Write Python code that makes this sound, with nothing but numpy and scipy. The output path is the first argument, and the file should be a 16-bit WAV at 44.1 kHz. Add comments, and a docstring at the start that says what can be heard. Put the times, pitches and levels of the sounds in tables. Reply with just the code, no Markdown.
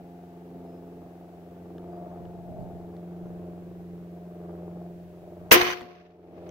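"""In a field, an air rifle is fired once; the microphone pair sits on the rifle itself.
A far piston engine drones on the harmonics of its cycle, wind buffets the ports, birds peep faintly.
The shot is a blast and a jet of air, with rattling metal, recoil and the barrel's ringing air column;
the pellet's hit sounds back. The report overloads the recorder, whose gain control ducks the whole
background and lets it creep back."""
import sys
import numpy as np
from scipy import signal
from scipy.fft import rfft, irfft
from scipy.io import wavfile
from scipy.ndimage import uniform_filter1d, minimum_filter1d

SR = 44100
rng = np.random.default_rng(int(sys.argv[2]) if len(sys.argv) > 2 else 0)


def wav_record(signal):
    """Record a signal, one row per channel, as 16-bit PCM in the file named by sys.argv[1]."""
    frames = np.transpose(np.atleast_2d(signal))
    bounded = np.clip(frames, -1, 1)
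    # unit amplitude maps onto the largest positive 16-bit level
    quanta = np.round(bounded * 32767).astype(np.int16)
    wavfile.write(sys.argv[1], SR, quanta)


N = 286650

# Noise spectra. Each row: frequency in Hz, relative spectral density in dB.
HISS_SPECTRUM = [(880, -30), (1500, -0.5), (2070, -4.5), (2550, -5), (3040, -8), (4550, -12.5),
                 (9420, -17.5), (15100, -11), (15700, -13.5)]
EXHAUST_SPECTRUM = [(24, -53), (40, -22), (81, -11), (123, -17), (176, -4), (240, -18), (353, -6.5),
                    (552, -15), (695, -9), (947, -23.5), (1600, -40), (2080, -70.5), (3520, -120)]
RASP_SPECTRUM = [(600, -25), (800, 1), (1200, 1), (1450, -6), (2200, -17.5), (4000, -36.5)]
THUMP_SPECTRUM = [(24, -59), (40, -21), (194, -12.5), (310, -8), (490, -3), (640, -13), (800, -16),
                  (1100, -10.5), (1430, -37.5), (2420, -120)]
RATTLE_SPECTRUM = [(410, -39.5), (700, -6.5), (941, -10.5), (1040, -2), (1300, -4.5), (2100, -3.5),
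                   (2500, -4.5), (3690, -12), (4300, -14.5), (6140, -19.5), (8000, -46.5), (10400, -66),
                   (17600, -120)]
JET_SPECTRUM = [(2940, -29), (5000, -5.5), (7500, -13), (8550, -7.5), (9540, -10.5), (12200, -4.5),
                (15300, -0.5), (15700, -8.5)]
# Bird notes. Each row: start in seconds, length in seconds, pitch in Hz, level in dB.
BIRD_NOTES = [(.66, .13, 5107, -80), (1.915, 0.0679, 4803, -78), (2.09, 0.0391, 6295, -81),
              (3.24, 0.0614, 6284, -81.5)]
# Gusts on the ports. Each row: time in seconds, level in dB.
GUSTS = [(0.0, -66), (1.6, -64.5), (2.12, -60), (2.26, -46.5), (2.42, -51), (2.62, -42.5), (2.76, -45),
         (2.9, -60), (3.12, -64), (3.25, -47), (3.4, -54), (4.0, -58), (4.45, -69), (5.1, -61), (5.3, -56),
         (6.5, -61.5)]
# Engine bands, drifting apart as the air bends the sound.
# Each row: time in seconds, then the levels of hum, third firing harmonic, growl, bark and rasp in dB.
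ENGINE_BANDS = [(0.0, -48, -53, -52, -53, -68), (0.4, -48.5, -55, -52, -57, -68),
                (0.62, -46, -50.5, -47.5, -54, -67.5), (1.38, -49.5, -58, -52, -55.5, -68),
                (1.76, -45, -55, -45.5, -56, -66), (2.09, -44, -58, -46.5, -44.5, -60),
                (2.4, -44.5, -60, -50.5, -49.5, -69.5), (2.6, -45.5, -56, -48.5, -44.5, -68),
                (3.1, -41, -63, -48, -52.5, -66), (3.36, -40.5, -62, -46.5, -48, -64),
                (3.7, -44, -61, -49, -56, -67.5), (3.97, -41.5, -63, -48.5, -58, -68.5),
                (4.27, -44.5, -66, -51, -55, -68.5), (4.5, -42, -68, -44.5, -51, -61),
                (4.8, -40.5, -69, -45.5, -48, -68), (5.02, -45, -67, -54, -58, -70),
                (5.3, -52, -69, -47.5, -51, -70), (5.45, -47, -67, -49.5, -53, -64),
                (5.9, -42.5, -53, -44, -46, -62), (6.5, -48, -57, -41, -48, -61)]
# Engine speed. Each row: time in seconds, firings per second.
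FIRING_RATE = [(0, 87.45), (.9, 87.15), (1.5, 87.35), (2.1, 87.75), (2.7, 87.35), (3.6, 87.5), (4.5, 86.98),
               (5.1, 87.08), (6.5, 87.3)]
# Engine balance. Each row: frequency in Hz, left minus right in dB.
ENGINE_BALANCE = [(100, 0.5), (350, -1.2), (430, 0), (520, 4), (610, 1.5), (700, 3.2), (1300, 5)]
# Tones on and between the firing harmonics. Each row: multiple of the cycle rate, relative level in dB.
FIRING_HARMONICS = [(4, -10), (8, 0), (12, -14.5), (16, -10), (20, -14), (24, -18.5), (28, -16.5),
                    (32, -15), (36, -25), (40, -27.5)]
BETWEEN_HARMONICS = [(1, -34), (5, -20), (13, -21), (15, -13), (19, -15), (25, -28), (31, -18), (35, -26),
                     (42, -37)]
# Knocks. Each row: start in seconds, peak in dB, pitch in Hz, nominal decay time in seconds,
# left minus right in dB.
HANDLING_TICKS = [(1.7814, -45.5, 3100, 0.035, .5), (2.2533, -54, 3009, 0.03, 4),
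                  (2.9662, -52, 3700, 0.03, 1), (6.492, -47, 5990, .04, -14)]   # the rifle in the hands
VALVE_SLAMS = [(5.5105, -14, 6000, .03, 0), (5.5165, -5, 3034, 0.05395, -0.495),
               (5.5195, -7, 1994, 0.0639, 0.505), (5.538, -4, 1294, .05, 1.5), (5.549, -1.5, 2800, .06, .5),
               (5.608, -4.5, 2014, 0.0904, .5), (5.626, -7, 1896, 0.0475, 0.49)]   # hardest blows inside the action
PELLET_HIT = [(5.8095, -19, 3335.4, 0.029, -0.5), (5.8175, -21, 1750.6, 0.049, 10),
              (5.8176, -32, 13000, 0.006, 0), (5.817, -27, 240, 1.179, -1)]
# Envelope of the report; near echoes end at about 5.74 s and leave a far tail.
# Each row: time in seconds, thump level in dB, rattle and echo level in dB.
REPORT_ENVELOPE = [(5.5095, -55, -55), (5.512, -18, -19), (5.518, -5, -4), (5.53, -12, -4.5),
                   (5.56, -6, -1.5), (5.568, -10, -9.5), (5.6, -16, -12), (5.62, -14, -10),
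                   (5.645, -17, -14), (5.725, -22, -17.5), (5.75, -31, -27), (5.86, -34, -39),
                   (6.0, -45, -47.5), (6.2, -66, -65)]
# Modes of the action and scope mount.
# Each row: frequency in Hz, relative level in dB, t60 in seconds, left-right correlation.
METAL_MODES = [(1016.9, 0.5, .1, -0.54), (1307.5, -3, 0.099, -0.51), (1890, -2, 0.077, -.3),
               (2013.4, -1, .08, -.3), (2477.2, -2, 0.11, .1), (2938.2, -1.5, .08, .1),
               (3064, -2.5, 0.073, 0.05), (3700, -12, 0.18, .1), (4440, -14, .45, .1), (4811, -10, .06, .1),
               (6090, -3.5, .025, .1)]
# Modes of the barrel's air column.
# Each row: frequency in Hz, level in dB, t60 in seconds, left minus right in dB.
BARREL_MODES = [(357, -4, 0.633, 6.5), (714.88, -17, 1.1, -1.5)]

TIME = np.arange(N) / SR
SHOT_S = REPORT_ENVELOPE[0][0]


def from_db(db):
    """Amplitude grows tenfold for every 20 dB."""
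    return 10 ** (np.asarray(db) / 20)


def unit_rms(x):
    """Normalisation to a mean power of 1."""
    return x / np.sqrt(np.mean(x ** 2) + 1e-20)


def in_time(rows):
    """Linear interpolation turns each column into a curve over time."""
    s, *columns = np.transpose(rows)
    return [np.interp(TIME, s, column) for column in columns]


def at_hz(points, hz):
    """Interpolation of a spectrum on a logarithmic frequency axis."""
    frequencies, levels = np.transpose(points)
    return np.interp(np.log(hz), np.log(frequencies), levels)


def pan(x, pan_db):
    """A level difference, left minus right, gives a signal its direction."""
    return x * from_db(pan_db * np.array([[.5], [-.5]]))


def correlate(mid, side, correlation):
    """Sum and difference of independent signals give a pair of set correlation."""
    return np.sqrt(1 + correlation) * mid + np.sqrt(1 - correlation) * side * [[1], [-1]]


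def drift(rate_hz):
    """Low-passed noise gives a random fluctuation of unit spread."""
    pole = np.exp(-2 * np.pi * rate_hz * 40 / SR)   # one step per 40 samples
    slow = signal.lfilter([1], [1, -2 * pole, pole * pole], rng.standard_normal(N // 40 + 2002))[2000:]
    return np.interp(np.arange(N) / 40, np.arange(len(slow)), unit_rms(slow - slow.mean()))


def coloured(spectrum, correlation, balance=((100, 0), (200, 0))):
    """Spectral shaping colours stereo noise of rms 1; balance pairs Hz with left minus right dB."""
    white = correlate(*rng.standard_normal((2, N)), correlation)
    hz = np.maximum(np.fft.rfftfreq(N, 1 / SR), 1)
    gain = pan(from_db(at_hz(spectrum, hz)), at_hz(balance, hz))
    return unit_rms(irfft(rfft(white) * gain, N))


def ring(force, hz, t60):
    """A damped resonator answers each impulse with a decaying sine."""
    r, w = from_db(-60 / (t60 * SR)), 2 * np.pi * hz / SR
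    return signal.lfilter([0, np.sin(w)], [1, -2 * r * np.cos(w), r * r], force + 1e-18)


def hiss():
    """Stationary broadband noise forms a faint floor."""
    return from_db(-67) * coloured(HISS_SPECTRUM, correlation=.02)


def birds():
    """Amplitude modulation at 28 Hz gives thin, far notes their flutter."""
    out = np.zeros(N)
    for s, length, hz, level_db in BIRD_NOTES:
        gate = np.clip(np.minimum(TIME - s, s + length - TIME) / .008, 0, 1)
        flutter = 1 + .5 * np.sin(2 * np.pi * 28 * (TIME - s))
        out += from_db(level_db) * gate * flutter * np.sin(2 * np.pi * hz * TIME)
    return out


def wind():
    """Turbulent pressure is local, so each port has its own lumpy low noise."""
    buffet = coloured([(15, -8), (28, -6), (60, -8), (120, -1.5), (250, -8), (450, -23), (900, -58)],
                      correlation=.054)
    return from_db(in_time(GUSTS)[0] + 3.5 * np.array([drift(7), drift(7)])) * buffet


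def harmonic_db(order):
    """Four firings a cycle reinforce every fourth harmonic; those half-way between are weakest."""
    if order % 4 == 0:
        return dict(FIRING_HARMONICS)[order]
    return np.interp(order, *np.transpose(BETWEEN_HARMONICS)) - 5 * (order % 2 == 0)


def engine(lag_s=.00012):
    """A periodic source radiates harmonics, each fading by itself; the firings modulate exhaust noise."""
    cycle_hz = in_time(FIRING_RATE)[0] / 4
    hum_db, third_db, growl_db, bark_db, rasp_db = in_time(ENGINE_BANDS)
    phase = 2 * np.pi * (np.cumsum(cycle_hz) / SR - cycle_hz[0] * .01)   # a cycle begins at 0.01 s
    slide_db = np.clip(1.1 * (TIME - 2.3), -2, 2)   # the bark's weight slides from harmonic 32 to 28
    low, hum, third, growl, bark = range(5)
    bands = np.zeros((5, 2, N))
    for order in range(1, 43):
        band = {8: hum, 12: third}.get(order, low if order < 14 else growl if order < 26 else bark)
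        tilt = np.clip(30 - order, -2, 2) * (band == bark)
        scatter = order / 30   # higher tones scatter more on their way
        fade_db = 3.5 * np.clip(scatter, .5, 1) * (band != hum) * drift(3.2)
        # the tones keep loosely in step, so the cycle is heard as a pulse
        tone = np.cos(order * phase + 1.15 * rng.standard_normal() + 1.1 * scatter * drift(2.5))
        tone *= from_db(harmonic_db(order) + tilt * slide_db + fade_db)
        bands[band] += pan(tone, at_hz(ENGINE_BALANCE, order * cycle_hz[0]))
    levels_db = [-9 + (hum_db + growl_db) / 2, hum_db, third_db, growl_db, bark_db]
    tones = sum(from_db(level_db) * unit_rms(band) for level_db, band in zip(levels_db, bands))
    throb = 1 + .52 * np.cos(4 * phase) + .3 * np.cos(phase)
    rush_db = -4.5 + (growl_db + bark_db) / 2 + 2.2 * drift(9)
    rush = from_db(rush_db) * coloured(EXHAUST_SPECTRUM, correlation=.93, balance=ENGINE_BALANCE)
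    rasp = from_db(rasp_db) * coloured(RASP_SPECTRUM, correlation=.23)
    left, right = tones + throb * (rush + rasp)
    return np.array([np.interp(TIME - lag_s, TIME, left), right])   # the left port hears it later


def knocks(rows):
    """Impact excitation: a 3 ms burst of noise drives one damped resonance and two lower ones."""
    out = np.zeros((2, N))
    for s, peak_db, hz, decay_s, pan_db in rows:
        burst, at = np.zeros(N), round(s * SR)
        burst[at:at + 130] = rng.standard_normal(130) * np.exp(-np.arange(130) * 7 / (decay_s * SR))
        body = ring(burst, hz, decay_s / 5)
        body += .55 * ring(burst, .55 * hz, decay_s / 4) + .3857 * ring(burst, .4 * hz, decay_s / 4)
        out += pan(from_db(peak_db) * body / np.abs(body).max(), pan_db)
    return out


def recoil(start_s=5.516):
    """Structure-borne sound: one heavily damped jolt passes through the mount."""
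    impulse = from_db(-21) * (np.arange(N) == round(start_s * SR))
    return pan(ring(impulse, hz=60, t60=.0026), pan_db=5)


def barrel(start_s=5.545, swell_s=.012, blown_s=.04):
    """Pipe resonance: the air column rings once the pellet has left, louder while air still blows."""
    t = np.maximum(TIME - start_s, 0)
    blown_db = 6 * np.clip((blown_s - t) / .008, 0, 1)
    swell = (1 - np.exp(-t / swell_s)) * from_db(blown_db)
    return sum(pan(from_db(level_db - 60 * t / t60) * swell * np.sin(2 * np.pi * hz * t), pan_db)
               for hz, level_db, t60, pan_db in BARREL_MODES)


def metal(rattle_db, knocks_per_s=700, rest_s=5.73):
    """Modal vibration: loose parts strike each mode with random strength until the rifle is at rest."""
    start = round(SHOT_S * SR)
    shake = from_db(rattle_db[start:]) * (TIME[start:] < rest_s)
    hits = rng.random(len(shake)) < knocks_per_s / SR
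    force = shake * hits * from_db(2.7 * np.minimum(rng.exponential(1, len(shake)), 3))
    out = np.zeros((2, N))
    for hz, level_db, t60, correlation in METAL_MODES:
        mid, side = ring(force * rng.standard_normal((2, len(shake))), hz, t60)
        build_up = np.sqrt(knocks_per_s * t60)   # overlapping rings add in power
        out[:, start:] += from_db(level_db - 4) / build_up * correlate(mid, side, correlation)
    return out


def air_jet(rattle_db, start_s=5.519, length_s=.031, rise_s=.004, fall_s=.003):
    """Jet noise: the valve opens, holds while the pressure sags, and shuts; the hiss echoes back."""
    t = TIME - start_s
    gate = np.clip(np.minimum(t / rise_s, 1 + (length_s - t) / fall_s), 0, 1)
    direct = gate * from_db(-2.5 - 4 * np.clip(t / length_s, 0, 2))
    echo = from_db(rattle_db - 11.5 - 24 * np.maximum(t, 0))   # the treble dies faster than the rattle
    air = coloured(JET_SPECTRUM, correlation=-.1, balance=((5000, -.5), (8000, -2.5), (15000, -1.5)))
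    return np.hypot(direct, echo) * air


def report():
    """Superposition: hammer clack, muzzle blast and field echoes as noise, with the rifle's own sounds."""
    thump_db, rattle_db = in_time(REPORT_ENVELOPE)
    grit = from_db(2.6 * np.array([drift(160), drift(160)]) + 1.8 * drift(45))   # echoes arrive in clumps
    thump = from_db(thump_db) * coloured(THUMP_SPECTRUM, correlation=-.1,
                                         balance=((110, 4.5), (200, 0), (380, 4), (700, -.5)))
    rattle = from_db(rattle_db) * grit * coloured(RATTLE_SPECTRUM, correlation=-.1)
    blast = (TIME >= SHOT_S) * (thump + rattle + air_jet(rattle_db))
    return blast + metal(rattle_db) + barrel() + recoil()


def scene():
    """The pressures of all sources add linearly at the microphone pair."""
    background = hiss() + engine() + wind() + birds()
    return background + knocks(HANDLING_TICKS) + knocks(VALVE_SLAMS) + knocks(PELLET_HIT) + report()


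def record(dry, threshold_db=-25, depth_db=15, attack_s=.025, hold_s=.406, release_db_per_s=39.5):
    """Automatic gain control ducks, holds and recovers; peaks that outrun it clip; the top is cut."""
    power = uniform_filter1d(np.mean(dry ** 2, axis=0), 220, origin=109)   # over the past 5 ms
    duck_db = np.clip(10 * np.log10(np.maximum(power, 1e-12)) - threshold_db, 0, depth_db)
    hold = round(hold_s * SR) // 2 * 2 + 1
    held_db = -minimum_filter1d(-duck_db, hold, origin=hold // 2)
    ramp_db = release_db_per_s * TIME
    released_db = np.maximum.accumulate(held_db + ramp_db) - ramp_db
    pole = np.exp(-1 / (attack_s * SR))
    gain = from_db(-signal.lfilter([1 - pole], [1, -pole], released_db))
    lowpass = signal.ellip(12, .3, 70, 15780, fs=SR, output="sos")
    return signal.sosfilt(lowpass, np.clip(dry * gain, -.9, .9))


dry = scene()
out = record(dry)
wav_record(out)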